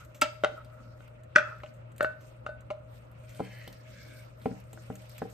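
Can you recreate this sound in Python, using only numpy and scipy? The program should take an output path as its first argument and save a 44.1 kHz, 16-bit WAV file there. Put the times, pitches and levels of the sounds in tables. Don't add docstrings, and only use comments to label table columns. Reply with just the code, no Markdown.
import sys
import numpy as np
from scipy import signal
from scipy.io import wavfile

SR = 44100
rng = np.random.default_rng(int(sys.argv[2]) if len(sys.argv) > 2 else 0)


def volts_from_decibels(level):
    exponent = np.asarray(level, float) / 20
    return 10 ** exponent


def transcribe(u):
    v = np.clip(np.atleast_2d(u).T, -1, 1)
    q = np.round(v * 32767).astype(np.int16)
    wavfile.write(sys.argv[1], SR, q)


N = 235048

# pitch_hz, level_db (per Hz)
AIR_COLOUR = [(15, -42), (30, -14), (55, -3), (90, 1), (150, -8.5), (290, -11), (400, -25.5), (600, -13.5),
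              (730, -14.5), (1350, -22), (1700, -25), (2700, -25.5), (4500, -58), (9000, -43), (16000, -61)]
# pitch_hz, width_hz, level_db
FRIDGE_FAN = [(139, 22, -67.5), (543.4, 80, -62), (619.8, 23, -60.5), (1322, 230, -68)]
# pitch_hz, level_db (rms)
FRIDGE_MOTOR = [(60, -68), (118.6, -51.5)]
# pitch_hz, likeness (-1 to 1)
PORT_LIKENESS = [(60, 0.66), (180, 1), (530, -0.68), (1590, -0.23), (4730, -0.084), (14100, 0.49)]
# pitch_hz, level_db
PORT_LEANING = [(60, -1.5), (180, 5), (530, 1), (1590, -1), (4730, -2), (14100, 0.5)]
# pitch_hz, t60_s
ECHO_DECAY = [(150, 0.17), (600, 0.39), (2000, 0.37), (5000, 0.41), (12000, 0.14)]
# low_hz, high_hz
DEAF_BAND = [9750, 11050]
# pitch_hz, level_db (per Hz)
RUSTLE_SPECTRUM = [(900, -17), (2000, 11.5), (3500, 1.5), (5500, 3), (8000, -5.5), (12000, 7.5),
                   (15000, -15)]
# start_s, length_s, level_db
PULP_STROKES = [(0.0, 0.0095, -73), (0.263, 0.32, -79), (0.734, 0.11, -84), (1.017, 0.026, -82.5),
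                (1.461, 0.23, -83), (2.057, 0.08, -89), (2.26, 0.03, -78), (2.946, 0.032, -79.5),
                (3.15, 0.064, -97), (3.31, 0.43, -73.5), (3.903, 0.32, -72), (4.45, 0.11, -74.5),
                (4.738, 0.29, -75.5), (5.123, 0.25, -73)]
# start_s, peak_db, pitch_hz
PULP_TICKS = [(0.0488, -49, 8300), (0.2137, -21, 9000), (0.647, -52.5, 4100), (1.078, -54, 2800),
              (1.2353, -55, 8360), (1.584, -60, 7430), (1.6013, -62, 3510), (1.919, -56.5, 8590),
              (1.9622, -49.5, 8000), (1.9807, -42.5, 10100), (2.0271, -33, 8700), (2.607, -52.5, 7700),
              (3.1143, -58.5, 13600), (3.6771, -38.5, 3500), (3.7278, -45.5, 4300), (4.251, -58, 3440),
              (4.6014, -54.5, 12100), (4.6394, -58, 8430), (4.7308, -40.5, 8200), (4.828, -59, 4900),
              (4.954, -38, 7920), (5.0574, -55, 5450), (5.0946, -46, 12100), (5.1152, -48.5, 8250),
              (5.181, -37, 8000), (5.299, -49, 7860)]
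# start_s, peak_db, pitch_hz
PULP_PEELS = [
    (0.1462, -45, 7000),
    (1.739, -59.5, 8000),
    (2.2083, -55, 6800),
    (3.293, -48, 7420),
    (3.3478, -53, 3520),
    (4.4166, -55, 3640),
]
# start_s, peak_db, pitch_hz
WOOD_TAPS = [(0.147, -65, 1500), (1.601, -38, 1700), (1.641, -40, 2600), (1.66, -39.5, 2460),
             (1.994, -40, 1840), (4.456, -33, 2200), (4.512, -39, 1830), (4.774, -34.5, 1490),
             (4.901, -36, 1410), (4.954, -49, 2600), (5.216, -27, 1500)]
# start_s, length_s, level_db
POT_SWEEPS = [
    (3.451, 0.21, -58.5),
    (3.958, 0.24, -61.5),
]
# start_hz, end_hz, width_hz, level_db
SWEEP_VOICES = [
    [(2167, 1950, 210, 1), (1643, 1850, 70, -3.5), (3100, 2950, 96, -7.5), (2600, 2600, 62, -12),
     (4300, 4300, 300, -12)],
    [(1640, 1540, 110, -1.5), (2200, 2250, 117, -3), (3400, 3600, 47, -13), (3060, 2200, 110, -25)],
]
# start_s, held_s, level_db
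GLASS_JERKS = [
    (0.005, 0.02, -52),
    (0.078, 0.01, -66),
    (0.585, 0.03, -49),
    (0.73, 0.02, -58),
    (0.79, 0.02, -61),
    (0.84, 0.04, -65),
    (0.92, 0.03, -67),
    (1.44, 0.085, -45),
    (1.55, 0.01, -57),
]
# start_s, peak_db, boom_db, wall_db
POT_BLOWS = [(3.394, -25.5, -10, -14), (3.401, -17, -9, -14), (3.411, -35, -9, -14),
             (3.674, -34.5, -8.5, -18), (4.456, -17.5, -3.5, -5.5), (4.464, -31, 0, -38),
             (4.51, -36.5, 7.5, -14.5), (4.729, -41, -5, -10), (4.772, -41, -16, -18),
             (4.899, -29.5, 1, -5.5), (5.217, -20.5, -7, -10), (5.251, -43.5, 2, 6)]
# pitch_hz, level_db
POT_WOOD = [(340, -0.5), (520, 1), (640, -2), (800, 0.5), (1020, -3.5), (1350, -5)]
# pitch_hz, level_db, t60_s
POT_LOW = [(135, -20, 0.69), (191, -6, 0.34), (252, 6, 0.043), (251, -1, 0.063), (299.6, -9.5, 0.22)]
# pitch_hz, level_db, t60_s
POT_SIDE = [(435, 5.5, 0.099), (474, -2.5, 0.17), (771, 0.5, 0.069)]
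# pitch_hz, level_db, t60_s
GLASS_DEEP = [(594.7, 2.5, 0.15), (623.8, -2, 0.21), (854, -19.5, 0.22)]
# pitch_hz, level_db, t60_s
GLASS_UPPER = [(1501, -1, .3), (1514, -14, .25), (1825, -20, .2), (2260, -24, .2), (2650, -19, .2),
               (3670, -22, .1), (4200, -24, .08), (4700, -24, .09)]
# pitch_hz, level_db, t60_s
GLASS_GRIPPED = [(1239, -9, 0.62), (1250, -42, 0.7), (1333, -11.5, 0.59), (1400, -19, 0.58),
                 (1477, -3.5, 0.2), (1760, -5.5, 0.43), (1955, -49, 0.15), (2200, -12, 0.35),
                 (2430, -12, 0.19), (2600, -11, .36)]
# start_s, spoon_peak_db, deep_ring_db, upper_ring_db
WALL_BLOWS = [
    (0.147, -52, 7.5, -28.5),
    (0.216, -15.5, -16, -36),
    (0.219, -12.5, -10.5, -34),
    (0.243, -39, 9.5, -30),
]
SECOND_BLOWS = [
    (0.436, -16, 1, -29.5),
    (0.445, -10.5, -14, -22),
    (1.005, -44.5, -5, -14),
    (1.079, -51, -14, -19),
]
HARD_BLOW = [
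    (1.353, -20, -13, -13.5),
    (1.359, 4, -18.5, -26.5),
    (1.382, -10, -20.5, -20.5),
    (1.391, -18, -10.5, -16.5),
    (1.405, -22.5, -16, -15.5),
]
DRY_BLOWS = [
    (1.634, -25.5, -10.5, -24.5),
    (2.703, -20.5, -9.5, -41.5),
    (2.708, -24, -6, -36.5),
]
RIM_BLOWS = [
    (1.9988, -38, 2, -30),
    (2.0068, -12, -5, -11),
    (2.0288, -24, 1, -30),
    (2.0448, -15, -6, -10),
]
LIGHT_BLOWS = [
    (2.4630, -25, -10, -13),
    (2.4897, -42, 9, 4),
]
# pitch_hz, level_db
WALL_SPOON = [(270, -6.5), (880, -4.5), (1340, 5), (1600, -7), (2190, 2), (2730, -0.5), (3280, -15),
              (4890, -1), (5800, -12), (7900, -1.5)]
SECOND_SPOON = [(450, -13), (760, -8.5), (1180, -8), (1390, 4), (2050, -6), (2800, -7.5), (3140, -5.5),
                (3770, -8.5), (4900, -51), (6600, -16.5)]
HARD_SPOON = [(260, -29), (1240, -7.5), (1370, -11), (1455, 0), (1570, -5), (1740, -64), (1950, -5),
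              (2420, -9), (2620, -13), (3350, -16), (4400, -27), (5750, -18.5)]
DRY_SPOON = [(800, -8), (1030, -12.5), (1300, -3.5), (2150, -10.5), (2450, -8.5), (2800, -6), (4150, -16.5)]
RIM_SPOON = [(790, -12), (1020, -22), (1400, 6.5), (1820, 0), (2200, -8.5), (2800, -9), (3680, -17.5),
             (4200, -22)]
LIGHT_SPOON = [(470, -29), (770, -6.5), (1030, -28.5), (1250, 2), (1420, 5.5), (2150, -9.5), (2750, -4),
               (3680, -14.5), (4150, -40)]


def rms_one(x):
    return x / np.sqrt(np.mean(x ** 2) + 1e-20)


def at_hz(points, hz):
    points = np.array(points)
    return np.interp(np.log(hz), np.log(points[:, 0]), points[:, 1])


def leaning_db(hz):
    return at_hz(PORT_LEANING, hz) / 2 * np.array([[1], [-1]])


def in_time(start_s, length_s, db, rise_db_per_s, fall_db_per_s):
    t = np.arange(N) / SR - start_s
    slopes = np.minimum(rise_db_per_s * t, fall_db_per_s * (length_s - t))
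    return volts_from_decibels(db + np.minimum(0, slopes))


def drift(rate_hz):
    r = np.exp(-80 * np.pi * rate_hz / SR)
    white = rng.standard_normal(N // 40 + 2002)
    slow = signal.lfilter([1], [1, -2 * r, r * r], white)[2000:]
    return np.interp(np.arange(N) / 40, np.arange(len(slow)), rms_one(slow))


def ring(clicks, hz, t60):
    r = volts_from_decibels(-60 / (t60 * SR))
    w = 2 * np.pi * hz / SR
    return signal.lfilter([0, np.sin(w)], [1, -2 * r * np.cos(w), r * r], clicks + 1e-18)


def band(x, low_hz, high_hz):
    edges = [low_hz, min(high_hz, .46 * SR)]
    return signal.sosfilt(signal.butter(2, edges, "band", fs=SR, output="sos"), x)


def half_octaves():
    edges = 22 * 2 ** np.arange(0, 10, .5)
    return zip(edges, edges[1:], np.sqrt(edges[1:] * edges[:-1]))


def banded_noise(spectrum, patchy_db):
    out, white = 0, rng.standard_normal((2, 2, N))
    for k, (low, high, hz) in enumerate(half_octaves()):
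        mid, side = band(white[k % 2], low, high)
        alike = np.clip(at_hz(PORT_LIKENESS, hz), -1, 1)
        pair = np.sqrt(1 + alike) * mid + np.sqrt(1 - alike) * side * [[1], [-1]]
        level_db = at_hz(spectrum, hz) + leaning_db(hz) + patchy_db * drift(13.0)
        out = out + volts_from_decibels(level_db) * pair
    return rms_one(out)


def burst(peak_db, t60):
    return volts_from_decibels(peak_db - 60 * np.arange(4000) / SR / t60) * rng.standard_normal(4000)


def add(track, s, sound):
    at = round(s * SR)
    track[at:at + len(sound)] += sound[:N - at]


def ports(x):
    return np.array([np.roll(x, 1), x])


def deaf(x):
    return signal.sosfilt(signal.cheby2(5, 40, DEAF_BAND, "bandstop", fs=SR, output="sos"), x)


def kitchen_air():
    return volts_from_decibels(-55.5) * banded_noise(AIR_COLOUR, patchy_db=3.5)


def fridge_hum():
    lean = volts_from_decibels(1.16 * np.array([[1], [-1]]))
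    turns = np.arange(N) / SR * 2 * np.pi
    out = 0
    for hz, db in FRIDGE_MOTOR:
        strength = np.sqrt(2) * volts_from_decibels(db + 1.3 * drift(2.2))
        out = out + strength * np.sin(hz * turns + .5 * drift(0.62))
    return lean * out


def fridge_fan():
    out = 0
    for hz, width_hz, db in FRIDGE_FAN:
        common, own = rng.standard_normal(N), rng.standard_normal((2, N))
        alike = np.clip(at_hz(PORT_LIKENESS, hz), 0, 1)
        noise = np.sqrt(alike) * common + np.sqrt(1 - alike) * own
        t60 = np.log(1000) / (np.pi * width_hz)
        rung = ring(ring(noise, hz, t60), hz, t60 / 2)
        out = out + volts_from_decibels(db + leaning_db(hz)) * rms_one(rung)
    return out


def kitchen_echo(x):
    t, white = np.arange(SR // 2) / SR, rng.standard_normal((2, 2, SR // 2))
    answer = 0
    for k, (low, high, hz) in enumerate(half_octaves()):
        answer = answer + band(white[k % 2], low, high) * volts_from_decibels(-60 * t / at_hz(ECHO_DECAY, hz))
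    answer = answer * np.clip(t / 0.0043, 0, 1)
    return signal.fftconvolve(x, answer / np.linalg.norm(answer[0]), axes=1)[:, :N]


def pulp_rustle():
    grain = volts_from_decibels(1.24 * drift(150))
    effort = volts_from_decibels(-97)
    for stroke in PULP_STROKES:
        effort = effort + in_time(*stroke, rise_db_per_s=167, fall_db_per_s=159)
    return effort * volts_from_decibels(12.5) * grain * banded_noise(RUSTLE_SPECTRUM, patchy_db=-3.5)


def pulp_ticks():
    tick_t60_s, peel_t60_s = .05, 0.2
    out, wide = np.zeros(N), 1.3
    events = [(*row, tick_t60_s) for row in PULP_TICKS] + [(*row, peel_t60_s) for row in PULP_PEELS]
    for s, db, hz, t60 in events:
        spit = burst(db - 6.5, np.clip(t60, .005, .3)) + burst(db + 0.5, 0.0036)
        body = band(spit, hz / wide, hz * wide)
        middle = volts_from_decibels(-1) * band(spit, 1700, 6700)
        treble = volts_from_decibels(2.5) * band(spit, 7630, 19200)
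        add(out, s, body + middle + treble)
    return out


def wood_taps():
    out = np.zeros(N)
    for s, db, hz in WOOD_TAPS:
        add(out, s, band(burst(db - 0.5, t60=0.058), hz / 1.3, hz * 1.19))
    return out


def pot_sweeps():
    out = 0
    for (start_s, length_s, db), voices in zip(POT_SWEEPS, SWEEP_VOICES):
        along = np.clip((np.arange(N) / SR - start_s) / length_s, -1, 1)
        sung = 0
        for start_hz, end_hz, width_hz, band_db in voices:
            turns = 2 * np.pi * np.cumsum(start_hz + (end_hz - start_hz) * along) / SR
            rough = drift(width_hz) * np.cos(turns) + drift(width_hz) * np.sin(turns)
            sung = sung + volts_from_decibels(band_db) * rough
        out = out + in_time(start_s, length_s, db, rise_db_per_s=87.3, fall_db_per_s=230) * sung
    return out * volts_from_decibels(2.3 * drift(30))


def glass_rubbing():
    slips_per_s = 2500
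    slips = rng.standard_normal(N) * (rng.random(N) < slips_per_s / SR) * volts_from_decibels(0.61 * drift(18.2))
    effort = sum(in_time(*row, rise_db_per_s=349.5, fall_db_per_s=601) for row in GLASS_JERKS)
    sung = ring(slips, 1312, 0.12) + ring(slips, 1390, 0.12) + volts_from_decibels(-12) * ring(slips, 1900, .02)
    return effort * rms_one(sung)


def damped(modes, cycles, longest_s=0.056):
    return [(hz, db, min(cycles / hz, longest_s)) for hz, db in modes]


def cracks(blows, crack_db, crack_hz, t60):
    out = np.zeros(N)
    for s, db in blows[:, :2]:
        spit = burst(db + crack_db + 2.5, t60)
        rattle = band(band(burst(db + crack_db + 4.5, t60=.13), 600, 3700), 480, 4000)
        add(out, s, band(spit, crack_hz, 8030) + volts_from_decibels(-10.5) * band(spit, 6500, 21000) + rattle)
    return out


def knocks(blows, *bodies, crack_db, pan_db, swell_s=.004, crack_hz=1200, crack_t60=.03):
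    blows, out = np.array(blows), np.zeros((2, N))
    s, peak_db = blows[:, 0], blows[:, 1]
    pan = volts_from_decibels([pan_db / 2, -pan_db / 2])
    heard = slice(int(s[0] * SR), int((s[-1] + .7) * SR))
    shares_db = [0 * s, blows[:, 2], blows[:, 3]]
    swell_gain = 2 * np.log(1000) / (swell_s * SR)
    for modes, share_db in zip(bodies, shares_db):
        for hz, mode_db, t60 in modes:
            clicks = np.zeros((2, N))
            size = volts_from_decibels(peak_db + share_db + mode_db - 7)
            start = s + .0012 * rng.random()
            left_lag_s = .16 / hz * (.5 + rng.random())
            for port, lag_s in enumerate([left_lag_s, 0]):
                np.add.at(clicks[port], ((start + lag_s) * SR).astype(int), size * pan[port])
            out[:, heard] += ring(ring(clicks[:, heard], hz, t60), hz, swell_s) * swell_gain
    return out + ports(cracks(blows, crack_db, crack_hz, crack_t60))


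def pot_thuds():
    return knocks(POT_BLOWS, damped(POT_WOOD, 13.8), POT_LOW, POT_SIDE, crack_db=-34, pan_db=1.4,
                  swell_s=0.014, crack_hz=900, crack_t60=0.047)


def glass(blows, spoon, cycles, crack_db, crack_t60, pan_db, upper=GLASS_UPPER):
    return knocks(blows, damped(spoon, cycles), GLASS_DEEP, upper,
                  crack_db=crack_db, pan_db=pan_db, crack_t60=crack_t60)


def bowl_knocks():
    return (glass(WALL_BLOWS, WALL_SPOON, cycles=53.2, crack_db=-11.5, crack_t60=0.065, pan_db=1.0)
            + glass(SECOND_BLOWS, SECOND_SPOON, cycles=38, crack_db=-22.5, crack_t60=0.023, pan_db=3.0)
            + glass(HARD_BLOW, HARD_SPOON, cycles=45, crack_db=-30.5, crack_t60=0.053, pan_db=1.8,
                    upper=GLASS_GRIPPED)
            + glass(DRY_BLOWS, DRY_SPOON, cycles=28.5, crack_db=-32, crack_t60=.073, pan_db=1.5)
            + glass(RIM_BLOWS, RIM_SPOON, cycles=22.7, crack_db=-36.5, crack_t60=0.096, pan_db=3.0)
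            + glass(LIGHT_BLOWS, LIGHT_SPOON, cycles=41.0, crack_db=-27.5, crack_t60=0.063, pan_db=2.5))


def scene():
    near = band(bowl_knocks(), 185, 23000) + band(pot_thuds(), 49, 4500)
    near = near + ports(wood_taps() + glass_rubbing() + pot_sweeps())
    wet = ports(pulp_ticks())
    near = near + volts_from_decibels(-7) * wet + deaf(wet)
    faint = volts_from_decibels(-15) * kitchen_echo(near) + pulp_rustle() + kitchen_air()
    return near + deaf(faint) + fridge_fan() + fridge_hum()


def band_limit(x):
    return signal.sosfilt(signal.butter(12, 14680, fs=SR, output="sos"), x)


def record(dry):
    rounded = 1.5 * np.tanh(dry / 1.5)
    mix = signal.sosfilt(signal.cheby2(10, 60, 15300, fs=SR, output="sos"), rounded)
    return band_limit(mix)


dry = scene()
out = record(dry)
transcribe(out)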